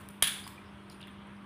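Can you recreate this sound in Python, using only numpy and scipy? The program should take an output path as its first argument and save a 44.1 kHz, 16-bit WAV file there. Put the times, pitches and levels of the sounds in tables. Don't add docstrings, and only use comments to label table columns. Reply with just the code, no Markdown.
import sys
import numpy as np
from scipy import signal
from scipy.fft import rfft, irfft, next_fast_len
from scipy.io import wavfile
from scipy.ndimage import uniform_filter1d, map_coordinates

SR = 44100
rng = np.random.default_rng(int(sys.argv[2]) if len(sys.argv) > 2 else 0)


def master_out(mix):
    frames = np.transpose(np.atleast_2d(mix))
    ceiling = np.clip(frames, -1, 1)
    pcm = np.round(ceiling * 32767).astype(np.int16)
    wavfile.write(sys.argv[1], SR, pcm)


def level_to_linear(level):
    exponent = np.asarray(level, float) / 20
    return 10 ** exponent


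N = 63945
T = np.arange(N) / SR


def unit(x):
    return x / np.sqrt(np.mean(x ** 2) + 1e-20)


def along(points, hz):
    f, v = np.transpose(points)
    return np.interp(np.log(hz + 1), np.log(f + 1), v)


def wobble(rate_hz):
    return map_coordinates(rng.standard_normal(N // 50), [T * rate_hz])


def filtered(x, response):
    m = next_fast_len(len(x) + 8192)
    return irfft(rfft(x, m) * response(np.fft.rfftfreq(m, 1 / SR)), m)[:len(x)]


def highs(x, hz):
    return signal.sosfilt(signal.butter(2, hz, "high", fs=SR, output="sos"), x)


def band(length, hz, octaves):
    noise = rng.standard_normal(length)
    return unit(filtered(noise, lambda f: np.exp(-.5 * (np.log2((f + 1) / hz) / octaves) ** 2)))


def rush(spectrum, patchy_db):
    z = signal.stft(rng.standard_normal(N), nperseg=512)[2]
    field = uniform_filter1d(rng.standard_normal(z.shape), size=5, axis=0)
    field = uniform_filter1d(field, size=8, axis=1)
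    x = signal.istft(z * level_to_linear(patchy_db * unit(field)), nperseg=512)[1][:N]
    return unit(filtered(x, lambda f: level_to_linear(along(spectrum, f))))


# frequency in Hz, level in dB rms.
HUM_LINES = [(199.2, -53.5), (301.5, -66), (349.9, -66.5), (597.5, -70), (947.5, -71.5), (1265, -82.5)]
# frequency in Hz, density in dB per Hz.
RUMBLE_SPECTRUM = [(18, -60), (30, -30.5), (76, -4.5), (150, -7.5), (199, -10), (250, -10), (450, -15),
                   (580, -42), (990, -120)]
FAN_SPECTRUM = [(260, -36), (450, -12), (1050, -3), (1400, -5), (1850, -10), (3300, -13), (4500, -27),
                (6000, -60)]
HISS_SPECTRUM = [(2650, -22.5), (4500, -8.5), (4920, -4.5), (5690, -5), (7110, -11.5), (9370, 1),
                 (12000, -14.5), (15600, -14.5)]


def room_tone():
    sway_db = 1.5
    out = np.zeros(N)
    for hz, db in HUM_LINES:
        phase = 2 * np.pi * hz * T + 1.2 * wobble(7.6)
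        out += np.sqrt(2) * level_to_linear(db + sway_db * wobble(9)) * np.sin(phase)
    out += level_to_linear(-55) * rush(RUMBLE_SPECTRUM, patchy_db=1.5)
    out += level_to_linear(-55.5 + 0.67 * wobble(7.3)) * rush(FAN_SPECTRUM, patchy_db=1.4)
    out += level_to_linear(-75.5 + .8 * wobble(4)) * rush(HISS_SPECTRUM, patchy_db=1.7)
    return out


# frequency in Hz, t60 in s.
ROOM_T60 = [(200, 0.6), (1000, .55), (3000, .52), (6000, 0.52), (10000, .48), (15000, .46)]


def decay(tone, start_s, peaks=()):
    def response(f):
        lift_db = sum(db / (1 + (2 * (f - hz) / width_hz) ** 2) for hz, width_hz, db in peaks)
        return level_to_linear(along(tone, f) + lift_db)

    x = unit(filtered(rng.standard_normal(N), response))
    hz, t, z = signal.stft(x, SR, nperseg=256)
    fall_db = -60 * np.maximum(t - start_s, 0) / along(ROOM_T60, hz)[:, None]
    x = signal.istft(z * level_to_linear(fall_db), SR, nperseg=256)[1][:N]
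    onset = np.clip((T - start_s) / .005, 0, 1)
    uneven_db = 1.5 * wobble(120)
    return x * onset * level_to_linear(uneven_db)


def earlier_tail():
    tone = [(2000, -15.5), (3500, 1.5), (6500, -7.5), (9800, 7.5), (12000, -4), (15500, -0.5)]
    return level_to_linear(-58) * decay(tone, -0.0071)


# start in s, length in s,
# level in dB, centre in Hz, width in octaves.
FINGER_RUBS = [(0.437, 0.048, -57, 4900, .015), (.44, 0.04, -61, 4530, .015),
               (0.466, 0.096, -61.5, 12500, .45), (0.576, 0.051, -55, 2430, 0.044),
               (0.64, 0.12, -74, 5035, 0.12), (0.899, 0.19, -73.5, 9400, 0.078),
               (.902, 0.053, -60.5, 4000, .3), (0.906, .06, -73, 6900, .04),
               (1.009, 0.046, -57, 2940, 0.12), (1.073, .045, -59.5, 3280, 0.069),
               (1.104, 0.047, -70, 9060, .12)]


def rubs():
    out = np.zeros(N)
    for start_s, length_s, db, hz, octaves in FINGER_RUBS:
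        progress = np.clip((T - start_s) / length_s, 0, 1)
        stroke = np.sin(np.pi * progress ** .4)
        out += level_to_linear(db + 2 * wobble(60.36)) * stroke * band(N, hz, octaves)
    return out


# start in s, level in dB, centre in Hz, width in octaves, t60 in s.
SPLINTERS = [(.0875, -34, 13000, 1.7, 0.0091), (.106, -52.5, 9500, .4, 0.011), (.412, -52, 10000, .6, .01),
             (.4402, -42, 7980, 1.4, 0.0079), (.4685, -43, 11000, .55, .012),
             (.4757, -37, 5030, 1.44, .022), (0.4775, -31.5, 9000, 1.2, 0.0047),
             (.5025, -46, 8000, 1.2, .009), (.899, -45, 9050, 0.38, 0.01), (.915, -48, 9000, 1.2, 0.011),
             (.922, -49, 11000, .7, 0.01), (0.929, -53, 10000, 1.2, .011), (.946, -50, 9300, 0.13, 0.0084),
             (.953, -63, 12840, .6, .012), (1.004, -55, 2850, .3, 0.032), (1.010, -54.5, 8940, .5, 0.024),
             (1.014, -47.5, 4000, 0.53, 0.017), (1.027, -45.5, 3330, .35, 0.019),
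             (1.038, -47.5, 3000, 0.12, 0.016), (1.0715, -50.5, 11000, 2, .018),
             (1.0795, -46.5, 2960, 0.28, 0.016), (1.080, -54, 10100, .8, .01), (.998, -58, 10000, .8, .01),
             (1.27, -68, 9300, .3, 0.037)]
# start in s, level in dB, pitch in Hz, t60 in s.
SHELL_PINGS = [
    (.24, -54.5, 138.4, 0.28),
    (.4405, -48, 4700, .02),
    (0.4658, -51, 1010, 0.05),
    (.8983, -48, 4600, .016),
    (.8988, -47.5, 5470, 0.018),
    (1.072, -57, 1940, 0.047),
    (0.86, -65.5, 4200, 0.039),
    (1.365, -70, 4900, .06),
]
# frequency in Hz, gain in dB.
PORT_COLOUR = [(2000, 8.5), (3400, 5.5), (5000, -2), (6500, -9.5), (8200, -3.5), (9600, 6), (11500, -4),
               (15000, -3)]


def ticks():
    out, t = np.zeros(N + SR), T[:SR // 4]
    ping_octaves = .13
    pings = [(s, db, hz, ping_octaves, t60) for s, db, hz, t60 in SHELL_PINGS]
    for start_s, db, hz, octaves, t60_s in list(SPLINTERS) + pings:
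        envelope = level_to_linear(db - 60 * t / t60_s) * (1 - np.exp(-t / 0.00059))
        out[round(start_s * SR):][:len(t)] += envelope * band(len(t), hz, octaves)
    out = filtered(out, lambda f: level_to_linear(along(PORT_COLOUR, f)))[:N]
    tail = decay([(500, 0.0064), (16000, 0)], 0.0063)
    tail /= np.linalg.norm(tail)
    return out + level_to_linear(-5.5) * signal.fftconvolve(out, tail)[:N]


# frequency in Hz, density in dB per Hz.
TAIL_SPECTRUM = [(300, -31), (600, -28), (1000, -21.5), (2800, -15), (4300, -18.5), (5600, -26),
                 (8200, -21.5), (15500, -26.5)]
# centre in Hz, width in Hz, lift in dB.
TAIL_RESONANCES = [(1650, 250, 8), (2250, 200, 5), (3450, 750, 12), (9900, 1500, 14)]


def snap_tail():
    return level_to_linear(-27) * decay(TAIL_SPECTRUM, .228, TAIL_RESONANCES)


# start in s, level in dB, brightness in dB per octave.
FRACTURE_STEPS = [
    (.2218, -54, 0.1),
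    (0.224, -9.5, 1.35),
    (.2255, -11.5, 1),
    (0.2271, -14, 0.56),
    (0.2279, -16.5, -1),
    (.2300, -28, -2.5),
]
# frequency in Hz, level in dB, t60 in s.
SHELL_MODES = [(120, -27, .07), (343, -26.5, .012), (720, -15, .011), (1150, -11.5, 0.01),
               (1650, -6, 0.011), (2240, -7, .012), (3122, -1.5, 0.013), (3614, -11, .011),
               (4790, -12.5, 0.0083), (5624, -14, .01), (7200, -14, 0.0068), (8990, -3.5, 0.0084),
               (10240, -4, .013), (11490, -9, .009), (15100, -18.5, .007)]
# delay in s, level in dB.
WALL_SLAPS = [(.009, -18), (.012, -16.5), (.0195, -18), (.023, -19), (.048, -13), (.053, -16), (.067, -22)]


def snap():
    out, t = np.zeros(N), T[:SR // 4]
    hz, mode_db, t60_s = np.transpose(SHELL_MODES)[..., None]
    for start_s, db, tilt_db in FRACTURE_STEPS:
        luck = rng.standard_normal((len(SHELL_MODES), 2))
        start_db = mode_db + tilt_db * np.log2(hz / 5000) + luck[:, :1]
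        phase = 2 * np.pi * hz * t + 0.35 * luck[:, 1:]
        ring = (level_to_linear(start_db - 60 * t / t60_s) * np.sin(phase)).sum(0)
        rip = level_to_linear(-7 - 60 * t / 0.0078) * band(len(t), 11000, 0.59)
        attack = 1 - np.exp(-t / 0.0002085)
        out[round(start_s * SR):][:len(t)] += level_to_linear(db) * (ring + rip) * attack
    out = highs(out, 55)
    bright = highs(out, 1288)
    return out + sum(level_to_linear(db) * np.roll(bright, round(delay_s * SR)) for delay_s, db in WALL_SLAPS)


def scene():
    return (room_tone() + earlier_tail() + rubs() + ticks() + snap_tail() + snap())[None]


def band_limit(x):
    return signal.sosfilt(signal.butter(12, 16830, fs=SR, output="sos"), x)


def record(dry):
    top_hz = 15450
    edge = signal.ellip(8, .3, 34, top_hz, fs=SR, output="sos")
    mix = signal.sosfilt(edge, dry)
    return band_limit(mix)


dry = scene()
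out = record(dry)
master_out(out)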